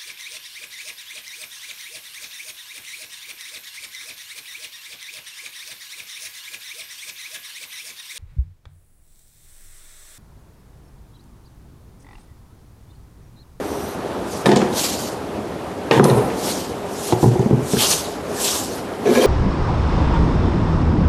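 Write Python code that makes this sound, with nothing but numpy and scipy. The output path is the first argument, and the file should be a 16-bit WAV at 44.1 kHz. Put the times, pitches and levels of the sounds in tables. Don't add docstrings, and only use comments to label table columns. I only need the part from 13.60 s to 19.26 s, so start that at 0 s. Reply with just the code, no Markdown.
import sys
import numpy as np
from scipy import signal
from scipy.fft import rfft, irfft, next_fast_len
from scipy.io import wavfile
from scipy.ndimage import uniform_filter1d, minimum_filter1d, map_coordinates

SR = 44100
rng = np.random.default_rng(int(sys.argv[2]) if len(sys.argv) > 2 else 0)


def level_to_linear(level):
    exponent = np.asarray(level, float) / 20
    return 10 ** exponent


def file_out(sig):
    cols = np.atleast_2d(sig).T
    lim = np.clip(cols, -1, 1)
    pcm = np.round(lim * 32767).astype(np.int16)
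    wavfile.write(sys.argv[1], SR, pcm)


N = 249606

# (time [s], peak [dB], boom [dB], crack [dB])
BRACE_SLAPS = [(0.858, -1, -6, -5), (0.865, -6, -22, 5), (0.874, -3.5, -9, -25), (0.887, -3.5, -10, -18),
               (0.901, -10, -14, -17), (0.917, -15, -17, 9), (0.933, -13, -11, -28), (0.958, -9, 0, -12),
               (0.974, -20, -14, -23), (0.997, -12, -18, -22), (1.016, -14.5, -21, 6.5),
               (1.027, -26, -18, -18), (1.08, -38, -23, -24), (1.138, -18, -23, -17), (2.3105, 4, -12, -22),
               (2.318, -2, -15, -17.5), (2.345, -6, -19, -22), (2.375, -8, -10, -31),
               (2.3966, 5.5, -7, -30), (2.452, -0.5, -24, -33), (2.474, -7, -17, -38),
               (2.501, -11, -5, -27), (2.518, -19, 4.5, -21), (2.568, -20, -4, -37), (2.584, -21, -7, -23),
               (2.63, -23, -24, -31), (5.336, -19, -22, -31)]
# (time [s], peak [dB], boom [dB], crack [dB])
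LEG_JUDDERS = [
    (5.453, -16, -33, -24),
    (5.487, -15, -3, -21),
    (5.552, -11, -20, 5),
]
# (peak time [s], level [dB], fall [s], boom [dB], crack
# [dB])
JOINT_RATTLES = [(.87, -15, 0.34, 1, 2), (.95, -33, 0.14, -3, -14), (2.33, -13.5, 0.12, 0, 2.5),
                 (2.39, -31, 0.048, 17, -11), (2.44, -24, 0.29, 10, -15), (2.49, -20.5, 0.45, -6, -10),
                 (4.771, -24, 0.13, -9, 2)]
# (time [s], peak [dB], pitch [Hz])
AIR_WHACKS = [(0.8574, -2, 554), (2.3102, 4.5, 480), (2.396, -5, 560), (2.451, -4, 450), (3.523, -3, 430),
              (3.628, -5, 330), (3.911, -7, 260), (4.135, -11, 328), (5.454, -9, 480)]
# (loudest time [s], level [dB], pitch [Hz])
BOARD_NOTES = [(.867, -17, 380), (.872, -27, 128), (0.873, -20, 510), (.88, -12, 206), (.893, -11.5, 356),
               (.903, -14, 419), (0.907, -21, 220), (.926, -18, 297), (.935, -18, 139), (.937, -14.5, 382),
               (.944, -16.5, 222), (.963, -16.5, 390), (.965, -20.5, 139), (.972, -18.5, 502),
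               (1.003, -17, 366), (1.023, -18, 198), (1.028, -18, 347), (2.323, -15, 460),
               (2.324, -17.5, 379), (2.34, -21, 600), (2.362, -21, 520), (2.334, -18, 228),
               (2.373, -14.5, 310), (2.378, -15, 123), (2.405, -12.5, 417), (2.41, -19, 204),
               (2.42, -10.5, 137), (2.455, -18, 333), (2.457, -14, 158), (2.459, -13, 482),
               (2.475, -14.5, 386), (2.477, -16.5, 180), (2.479, -18.5, 555), (2.503, -14.5, 429),
               (2.522, -9.5, 126.9), (2.53, -17, 353), (2.545, -19, 202), (2.578, -15.5, 411),
               (2.58, -15, 125), (2.606, -20.5, 415), (2.633, -27, 124), (5.464, -14, 421),
               (5.476, -18, 463), (5.493, -11, 356), (5.514, -17, 423), (5.514, -15.5, 252),
               (5.57, -14.5, 235), (5.575, -19, 407), (5.584, -11, 508), (5.598, -16.5, 330),
               (5.608, -20, 420), (5.635, -14.5, 520), (5.654, -7.5, 410)]
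# (loudest time [s], level [dB], pitch [Hz])
RAIL_NOTES = [(0.86, -28, 2370), (0.861, -30, 2185), (0.861, -21, 1760), (0.866, -14, 910),
              (.872, -19, 644), (.88, -19, 790), (0.894, -20, 877), (0.895, -19, 699), (0.914, -16, 680),
              (0.922, -26, 1878), (0.923, -29, 1641), (0.933, -23, 667), (0.969, -21, 666),
              (0.983, -28, 840), (1.02, -21, 785), (2.315, -34, 2400), (2.315, -27, 1485),
              (2.316, -24, 1200), (2.317, -16, 1830), (2.318, -15, 877), (2.354, -27, 1680),
              (2.335, -18, 1050), (2.354, -19, 855), (2.363, -28, 1830), (2.379, -17, 910),
              (2.399, -20, 730), (2.402, -11, 1037), (2.41, -18, 1200), (2.429, -23, 980),
              (2.432, -17, 818), (2.448, -21, 694), (2.453, -24, 855), (2.465, -15, 992),
              (2.487, -24, 1001), (2.515, -24, 861), (2.52, -21, 662), (2.532, -23, 992),
              (2.567, -19.5, 757), (2.644, -21.5, 797), (3.528, -22, 893), (3.53, -10, 348),
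              (3.633, -21, 738), (3.644, -13, 397), (3.662, -10, 387), (3.681, -15, 420),
              (3.761, -13.5, 350), (3.805, -15, 376), (3.828, -15, 385), (3.931, -14, 417),
              (3.952, -24, 387), (4.139, -17, 436), (5.465, -23, 717), (5.49, -21, 690), (5.557, -24, 2370),
              (5.558, -25, 1640), (5.579, -27, 1650), (5.581, -23, 1060), (5.585, -20, 695),
              (5.615, -24, 3176), (5.615, -21, 700), (5.644, -26, 2420), (5.651, -27, 760)]
# (time [s], peak [dB], boom [dB], crack [dB], boom pitch [Hz])
FOOT_LANDINGS = [(3.523, -5, -17, -9, 151), (3.531, -13, 4, -29, 110), (3.55, -20, -13, -27, 124),
                 (3.628, -7, -3.5, -33, 130), (3.641, -9, 4, -30, 133), (3.6596, -10, 8, -25, 123),
                 (3.6678, -25, 12.5, -34, 123), (3.6753, -23, 12, -34, 123), (3.6841, -24, 10, -34, 125),
                 (3.754, -9, -8, -37, 86), (3.794, -7.5, -0.5, -33, 125), (3.86, -9, 0, -30, 226),
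                 (3.91, -10.5, 3.5, -40, 232.6), (3.929, -9.5, 5.5, -32, 127), (3.944, -18, -1, -32, 130.6),
                 (3.962, -45, 6, -29, 128), (4.004, -33, -21, -26, 191), (4.025, -35, 12, -15, 97),
                 (4.134, -8, -2.5, -4, 192), (4.149, -16, -2, -13, 240), (4.169, -17, 1, 4, 128.5)]
# (time [s], level [dB], upper modes [dB])
LEG_DRAG = [(5.449, -40, -14), (5.456, -10, -18), (5.514, -9, -19.5), (5.538, -29, 3), (5.576, -5, -20),
            (5.622, -15, -10), (5.66, -3, -15.5)]
# (peak time [s], level [dB], rise [s], fall [s])
BRACE_BUZZ = [
    (2.316, -23, 0.0074, 0.067),
    (2.365, -29.5, 0.042, 0.069),
    (2.47, -31.5, 0.063, 0.14),
]
# (time [s], peak [dB], pitch [Hz])
GRIT_TICKS = [(0.7397, -33, 7700), (0.819, -38, 3670), (1.128, -20, 3880), (1.4404, -24, 3900),
              (2.3168, -6, 2970), (2.33, -16, 3740), (2.345, -17, 3080), (2.36, -14, 3180),
              (2.3774, -27, 3480), (2.442, 1, 10370), (2.4447, -8, 8860), (2.436, -20, 9000),
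              (2.45, -16, 10700), (2.468, -20, 10100), (3.1283, -31, 3800), (3.793, -21, 6720),
              (4.311, -2.5, 6200), (4.315, -3.5, 6500), (.858, -3, 2000), (.859, -8, 2500),
              (0.917, -12, 4800), (.918, -12, 4050), (5.3374, -27, 2980)]
# (time [s], peak [dB], pitch [Hz])
WOOD_CRACKS = [(0.89, -6, 1800), (0.8593, -16, 4500), (2.3113, 0, 1670), (3.524, -16, 2900),
               (3.525, -14, 1800), (3.659, -30, 1700), (2.4405, -15, 2900), (2.7, -18, 1900),
               (0.9173, -11, 3300), (0.97, -7.5, 4900), (0.964, -11, 2430), (.96, -10, 3900),
               (1.0187, -12, 1800), (2.312, -24, 2760), (2.441, -10, 6200), (4.31, -4, 6400),
               (4.316, -8, 6200), (5.457, -19, 2200), (0.8596, -14, 8700), (0.96, -10, 7200),
               (2.312, -20, 7100), (5.551, -27, 2100)]
# (time [s], peak [dB], pitch [Hz])
LATCH_PINGS = [(0.8596, -8, 3750), (.865, -9, 3830), (.872, -12, 3700), (2.328, -13, 3700),
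               (2.36, -16, 1830), (2.442, -10, 4200), (2.5, -10, 4140)]
# (peak time [s], level [dB], rise [s], fall [s], bite [Hz])
SOLE_STROKES = [(.06, -49, .15, 0.33, 4700), (.3, -41, 0.85, 0.076, 5530), (.735, -31.5, 0.1, 0.15, 6060),
                (.821, -38, .02, 0.021, 8000), (.868, -26.5, 0.0089, 0.083, 6970),
                (1.04, -42, .03, .05, 7500), (1.179, -19, 0.042, 0.13, 4730),
                (1.245, -19.5, 0.13, 0.21, 5440), (1.44, -29, 0.13, 0.16, 5300),
                (2.325, -30, .012, 0.12, 6800), (2.455, -32.5, .02, 0.22, 6000),
                (2.898, -22.5, 0.17, 0.21, 5300), (3.03, -41, 0.22, 0.43, 3950),
                (3.35, -35, 0.11, .2, 5900), (3.485, -24.5, 0.15, 0.1, 6400),
                (3.65, -28, 0.094, 0.096, 5760), (3.74, -41.5, .1, 0.33, 5640),
                (4.125, -24.5, 0.11, 0.11, 6700), (4.2, -21, 0.034, .05, 3200),
                (4.228, -12, 0.08, 0.1, 4000), (4.319, -14, 0.12, 0.11, 6200), (4.4, -27, 0.09, 0.13, 5000),
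                (4.48, -34.5, .1, 0.16, 4600), (4.78, -38.5, 0.21, .1, 5600),
                (4.82, -22, 0.045, 0.091, 6440), (4.875, -16, 0.12, 0.092, 5600),
                (4.95, -19.5, 0.21, 0.17, 6300), (5.12, -33.5, 0.2, 0.18, 5000),
                (5.55, -28, 0.11, .15, 4200), (5.64, -22, 0.18, 0.33, 3660)]
# (peak time [s], level [dB], rise [s], fall [s])
HOOK_JINGLES = [(2.45, -33, .008, 0.068), (2.57, -42, 0.14, 0.087), (2.65, -46, 0.073, .07),
                (5.15, -44, 0.057, 0.081)]
# (time [s], level [dB], chirp [Hz], chirp level [dB])
HINGE_SQUEAK = [(0, -56, 11400, -12), (.05, -45, 11500, -10), (.17, -44, 12300, -9), (.215, -46, 12050, 3),
                (.24, -42, 12000, -14), (.285, -47, 12500, 2), (.32, -47, 11000, 6), (.348, -45, 10400, -1),
                (.37, -75, 10400, -9)]
# (time [s], level [dB])
FAN_LEVEL = [(0, -25.5), (.8, -26.5), (.95, -24), (1.7, -27.5), (2.25, -26.5), (2.46, -22.5), (3.07, -26),
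             (3.5, -27), (4, -27), (4.5, -26), (5.66, -26.5)]
# (time [s], level [dB])
BLADE_LEVEL = [(0, -33), (.85, -32), (1.2, -44), (2.3, -33), (3.2, -36), (5.66, -36)]

# (frequency [Hz], width [Hz], level [dB])
TOP_MODES = [(128.5, 20, -8), (196, 22, -5), (235, 29, -3.5), (255, 36, -7)]
FRAME_MODES = [(310, 37, -2), (399, 58, -1), (500, 98, -1), (571, 123, -7.5), (727, 57, -5.5),
               (922, 89, -5.5), (1017, 69, -4.5), (1280, 330, -14.5)]
SLAT_MODES = [(1300, 490, 8), (1700, 270, 15.5), (2600, 450, 12), (2840, 2300, 4), (3870, 360, -3),
              (5300, 14000, 0), (8050, 9300, 0)]
# (frequency [Hz], width [Hz], level [dB])
STANDING_MODES = [(240, 56, -19), (334, 54, -1.5), (388, 47, 0.5), (450, 60, -4.5), (512, 39, -5.5),
                  (745, 135, -5.5), (940, 200, -7)]
# (frequency [Hz], width [Hz], level [dB])
DRAG_LOW_MODES = [(240, 51, -4), (336, 28, 0), (443, 52, 2), (480, 60, -2.5), (520, 70, 4.5),
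                  (600, 90, -5.5)]
DRAG_HIGH_MODES = [(704, 96, 1), (1080, 170, -8), (1227, 120, -3), (1690, 200, -6), (2040, 200, -9),
                   (2380, 180, -8), (3230, 110, -15), (3820, 300, -16), (4500, 310, -18),
                   (5760, 550, -16.5)]
# (frequency [Hz], width [Hz], level [dB])
BUZZ_MODES = [(1500, 300, -6), (1850, 130, 2), (2380, 180, -5), (2930, 200, -7), (3680, 300, -8)]
HOOK_MODES = [(8350, 670, -4), (9000, 220, 4), (9500, 220, 1), (10250, 200, 2), (10900, 220, 2),
              (11400, 200, -2), (12400, 250, -1), (13200, 500, -7)]
HINGE_MODES = [(5770, 140, 0), (6200, 85, -1), (8300, 200, -8), (8800, 400, -5), (11800, 1200, -8)]
# (frequency [Hz], level [dB])
DUST_SPECTRUM = [(300, -6), (1000, 3.5), (2000, -5), (3000, 2), (5000, -0.5), (8000, 1.5), (12000, 1.5),
                 (14000, -5.5)]
# (frequency [Hz], density [dB per Hz])
FAN_SPECTRUM = [(21, -50), (35, -14.5), (76, -7.5), (150, -12), (179, -6), (369, -5.5), (398, -9),
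                (440, -6), (487, -7), (691, -9), (1620, -22), (1880, -24.5), (7110, -39), (11200, -40.5),
                (14000, -50)]
# (frequency [Hz], T60 [s])
ROOM_T60 = [(100, 0.17), (500, 0.74), (2000, 0.2), (8000, 0.31)]
# (frequency [Hz], response [dB])
TREBLE_RESPONSE = [(13500, 0), (14500, -4), (15100, -17), (15500, -45)]

SLAP_DECAY_S, JUDDER_DECAY_S = 0.0025, 0.0141
RATTLE_RISE_S = 0.016
BOARD_RISE_S, BOARD_FALL_S = 0.014, 0.037
RAIL_RISE_S, RAIL_FALL_S = 0.007, 0.019
PHASE_WANDER_RAD = 0.0071
WHACK_RISE_S, WHACK_T60_S = 0.0015, 0.017
SETTLED_S, ROCK_HZ = 3.65, 480
TICK_T60_S, TICK_ROUGH_RAD = 0.016, 0.22
CRACK_T60_S, CRACK_ROUGH_RAD = 0.037, 0.55
PING_T60_S, PING_ROUGH_RAD = 0.016, 0.07
SHUFFLE_DB, SHUFFLE_HZ = -51, 3570
TOP_TILT_DB, SWELL_TILT_DB = -1.5, 1
SWELL_ROUNDNESS = 1.36
SWING_S, SWING_HALF_S, SAG_PER_S = 2.58, 0.16, 0.32


def unit(x):
    return x / np.sqrt(np.mean(x ** 2) + 1e-20)


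def add_at(out, s, sound):
    at = round(s * SR)
    out[..., at:at + sound.shape[-1]] += sound


def along(points, hz):
    f, value = np.transpose(points)
    return np.interp(np.log(hz + 1), np.log(f + 1), value)


def curves(rows, outside=None):
    s, *columns = np.transpose(rows)
    t = np.arange(N) / SR
    return [np.interp(t, s, column, outside, outside) for column in columns]


def wobble(rate_hz):
    knots = rng.standard_normal(int(N * rate_hz / SR) + 4)
    return map_coordinates(knots, [np.arange(N) * rate_hz / SR])


def swells(rows):
    s, db, rise_s, fall_s = np.transpose(rows)[:4, :, None]
    late = np.arange(N) / SR - s
    return level_to_linear(db - 20 * abs(late / np.where(late < 0, rise_s, fall_s)) ** SWELL_ROUNDNESS)


def kicks(rate_hz, spread_db):
    hits = (rng.random(N) < rate_hz / SR) * rng.standard_normal(N)
    return unit(hits * level_to_linear(spread_db * np.minimum(rng.exponential(size=N), 2)))


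def patches(depth_db):
    hz, t, z = signal.stft(rng.standard_normal(N), SR, nperseg=256)
    field = uniform_filter1d(rng.standard_normal(z.shape), 5, 0)
    field = uniform_filter1d(field, 12, 1)
    return hz[:, None], t, z * level_to_linear(depth_db * unit(field))


def filtered(x, response):
    m = next_fast_len(N + SR // 4)
    return irfft(rfft(x, m) * response(np.fft.rfftfreq(m, 1 / SR)), m)[:N]


def blunt(x, hz):
    return filtered(x, lambda f: 1 / (1 + 1j * f / hz) ** 2)


def ringing(x, modes):
    def bank(f):
        total = 0
        for k, (center, width, db) in enumerate(modes):
            damping = 1j * f * width
            total = total + (-1) ** k * level_to_linear(db) * damping / (center ** 2 - f ** 2 + damping)
        return total

    return filtered(x, bank) / np.sqrt(np.mean(abs(bank(np.fft.rfftfreq(8192, 1 / SR))) ** 2))


def fitful(x, modes, depth_db, rate_hz):
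    total, power = 0, 0
    for k, (center, width, db) in enumerate(modes):
        drive = x * level_to_linear(depth_db * wobble(rate_hz))
        total = total + (-1) ** k * level_to_linear(db) * np.sqrt(width) * ringing(drive, [(center, width, 0)])
        power += level_to_linear(2 * db) * width
    return total / np.sqrt(power)


def braces():
    force, t = np.zeros((3, N + SR)), np.arange(SR // 20) / SR
    contacts = [(*row, SLAP_DECAY_S) for row in BRACE_SLAPS]
    contacts += [(*row, JUDDER_DECAY_S) for row in LEG_JUDDERS]
    for s, db, boom_db, crack_db, decay_s in contacts:
        chatter = rng.standard_normal((3, len(t))) * np.exp(-t / decay_s)
        chatter *= 0.65 / np.linalg.norm(chatter, axis=1, keepdims=True)
        chatter[:, 0] -= 0.95
        levels_db = np.array([[db + boom_db + 21], [db + 17], [db + crack_db + 9]])
        add_at(force, s + 0.0003, level_to_linear(levels_db) * chatter)
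    shares_db = [(boom_db - 15, -1.5, crack_db - 9.5) for *_, boom_db, crack_db in JOINT_RATTLES]
    rattle = swells([(s, db, RATTLE_RISE_S, fall_s) for s, db, fall_s, *_ in JOINT_RATTLES])
    force = force[:, :N] + level_to_linear(shares_db).T @ rattle * kicks(rate_hz=4000, spread_db=0.8)
    frame = ringing(force[0], TOP_MODES) + fitful(force[1], FRAME_MODES, depth_db=3, rate_hz=38)
    slats = fitful(force[2], SLAT_MODES, depth_db=1, rate_hz=69)
    return blunt(frame, hz=1830) + blunt(slats, hz=9100)


def whacks():
    out, t = np.zeros(N + SR), np.arange(SR // 20) / SR
    rise = 1 - np.exp(-t / WHACK_RISE_S)
    for s, db, hz in AIR_WHACKS:
        add_at(out, s, level_to_linear(db + 2.5 - 60 * t / WHACK_T60_S) * rise * np.sin(2 * np.pi * hz * t))
    return out[:N]


def boards():
    out, t = np.zeros(N + SR), np.arange(-SR // 20, SR // 10) / SR
    for rows, rise_s, fall_s, lift_db in [(BOARD_NOTES, BOARD_RISE_S, BOARD_FALL_S, 2.5),
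                                          (RAIL_NOTES, RAIL_RISE_S, RAIL_FALL_S, 1.5)]:
        shape_db = -20 * abs(t / np.where(t < 0, rise_s, fall_s)) ** 1.25
        for s, db, hz in rows:
            wander = PHASE_WANDER_RAD * np.cumsum(rng.standard_normal(len(t)))
            phase = 2 * np.pi * (hz * t + rng.random()) + wander
            add_at(out, s - 0.05, level_to_linear(db + lift_db + shape_db) * np.sin(phase))
    return out[:N]


def feet():
    landing, rocking, crack, boom = np.zeros((4, N + SR))
    t = np.arange(SR // 5) / SR
    for s, db, boom_db, crack_db, hz in FOOT_LANDINGS:
        for ratio, level_db in [(1, 3.5), (1.47, -3)]:
            fade = level_to_linear(db + boom_db + level_db - 60 * t / 0.088)
            add_at(boom, s, -fade * np.sin(2 * np.pi * hz * ratio * t))
        push = np.exp(-t / 0.0044) * rng.standard_normal((2, len(t))) * 0.16
        push[:, 0] -= 1
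        add_at(rocking if s > SETTLED_S else landing, s, level_to_linear(db + 15) * push[0])
        add_at(crack, s, level_to_linear(db + crack_db + 1) * push[1])
    boom = filtered(boom[:N], lambda f: (1j * f / 60 / (1 + 1j * f / 60)) ** 2)
    landed = blunt(ringing(landing[:N], STANDING_MODES), hz=1280)
    rocked = blunt(ringing(rocking[:N], STANDING_MODES), ROCK_HZ)
    return boom + landed + rocked + blunt(ringing(crack[:N], SLAT_MODES), hz=5000)


def drag():
    db, upper_db = curves(LEG_DRAG, outside=-200)
    slips = kicks(rate_hz=2700, spread_db=-1.5)
    lower = fitful(level_to_linear(db - 6) * slips, DRAG_LOW_MODES, depth_db=3, rate_hz=18)
    upper = fitful(level_to_linear(db + upper_db - 0.5) * slips, DRAG_HIGH_MODES, depth_db=3, rate_hz=53)
    return blunt(lower, hz=910) + upper


def buzz():
    return ringing(swells(BRACE_BUZZ).sum(0) * kicks(rate_hz=3500, spread_db=1), BUZZ_MODES)


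def ticks():
    out, t = np.zeros(N + SR), np.arange(SR // 10) / SR
    for rows, t60_s, rough_rad in [(GRIT_TICKS, TICK_T60_S, TICK_ROUGH_RAD),
                                   (WOOD_CRACKS, CRACK_T60_S, CRACK_ROUGH_RAD),
                                   (LATCH_PINGS, PING_T60_S, PING_ROUGH_RAD)]:
        for s, db, hz in rows:
            wander = np.cumsum(uniform_filter1d(rng.standard_normal(len(t)), size=5))
            puff = np.sin(2 * np.pi * hz * t + rough_rad * wander)
            puff *= 0.8 + 0.04 * rng.standard_normal(len(t))
            add_at(out, s, level_to_linear(db - 3 - 60 * t / t60_s) * puff)
    return filtered(out[:N], lambda f: (1j * f / 1400) / (1 + 1j * f / 1400) / (1 + 1j * f / 9000) ** 2)


def soles():
    hz, t, z = patches(depth_db=1.9)
    sample_s = np.arange(N) / SR
    power, rest = swells(SOLE_STROKES) ** 2, level_to_linear(2 * SHUFFLE_DB)
    total = abs(uniform_filter1d(power.sum(0), size=400)) + rest
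    bite_hz = (np.transpose(SOLE_STROKES)[4] @ power + SHUFFLE_HZ * rest) / (power.sum(0) + rest)
    bite_hz = np.interp(t, sample_s, bite_hz)
    level_db = np.interp(t, sample_s, 10 * np.log10(total))
    swell = np.clip(np.gradient(level_db, t) / 50, -1, 1)
    bite_db = 6.7 * np.exp(-(np.log((hz + 1) / bite_hz) / 0.51) ** 2)
    octaves = np.clip(np.log2((hz + 1) / 6000), -0.4, 1.2)
    tilt_db = (TOP_TILT_DB + SWELL_TILT_DB * swell) * octaves
    color = level_to_linear(along(DUST_SPECTRUM, hz) + bite_db + tilt_db)
    hiss = signal.istft(z * color, SR, nperseg=256)[1][:N]
    hiss /= np.sqrt(abs(uniform_filter1d(hiss ** 2, 4000)))
    return np.sqrt(total) * level_to_linear(0.88 * wobble(60) + 0.66 * wobble(600) - 3) * hiss


def hook():
    shiver = swells(HOOK_JINGLES).sum(0) * rng.standard_normal(N)
    ring = fitful(shiver, HOOK_MODES, depth_db=5, rate_hz=55)
    late = np.clip(np.arange(N) / SR - SWING_S, -SWING_HALF_S, SWING_HALF_S)
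    return map_coordinates(ring, [np.arange(N) - SAG_PER_S / 2 * late ** 2 * SR])


def hinge():
    db, chirp_hz, chirp_db = curves(HINGE_SQUEAK)
    chirp = np.sin(2 * np.pi * np.cumsum(chirp_hz + 260 * wobble(500)) / SR)
    chirp *= level_to_linear(chirp_db - 4 + 4.5 * wobble(90))
    return level_to_linear(db) * (ringing(rng.standard_normal(N), HINGE_MODES) + chirp)


def fan():
    noise = signal.istft(patches(depth_db=1.24)[2], SR, nperseg=256)[1][:N]
    drone = unit(filtered(noise, lambda hz: level_to_linear(along(FAN_SPECTRUM, hz))))
    blade = np.sin(2 * np.pi * np.cumsum(407 + 3.5 * wobble(12)) / SR)
    blade *= level_to_linear(curves(BLADE_LEVEL)[0] + 2.8 * wobble(4.39))
    return level_to_linear(curves(FAN_LEVEL)[0] - 1.23 + 0.6 * wobble(4.23)) * drone + blade


def shop(x):
    hz, t, z = signal.stft(rng.standard_normal(SR // 2), SR, nperseg=256)
    decay = level_to_linear(-60 * t / along(ROOM_T60, hz)[:, None])
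    tail = signal.istft(z * decay, SR, nperseg=256)[1]
    return signal.fftconvolve(np.pad(x, (300, 0)), tail / np.linalg.norm(tail))[:N]


def scene():
    wood = braces() + drag() + buzz() + ticks() + hook()
    notes = boards() + whacks()
    landing = feet()
    room = shop(level_to_linear(-6.5) * wood + level_to_linear(-9.5) * notes + level_to_linear(-7.5) * landing)
    return (wood + notes + landing + room + soles() + hinge() + fan())[None]


def roll_off(x):
    return signal.sosfilt(signal.butter(12, 15660, fs=SR, output="sos"), x)


def record(dry):
    def band_edges(hz):
        low_cut = (1j * hz / 70) ** 2 / (1 + 1.3j * hz / 70 - (hz / 70) ** 2)
        return level_to_linear(along(TREBLE_RESPONSE, hz)) * low_cut

    heard = filtered(dry[0], band_edges)[None]
    need = np.minimum(1, 0.62 / (abs(heard) + 1e-9))
    gain = minimum_filter1d(need, size=901, origin=450)
    gain = uniform_filter1d(gain, size=161, origin=80)
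    held = heard * gain ** 0.63
    rounded = held / (1 + abs(held / 0.92) ** 10) ** (1 / 10)
    return roll_off(rounded)


dry = scene()
out = record(dry)
file_out(out)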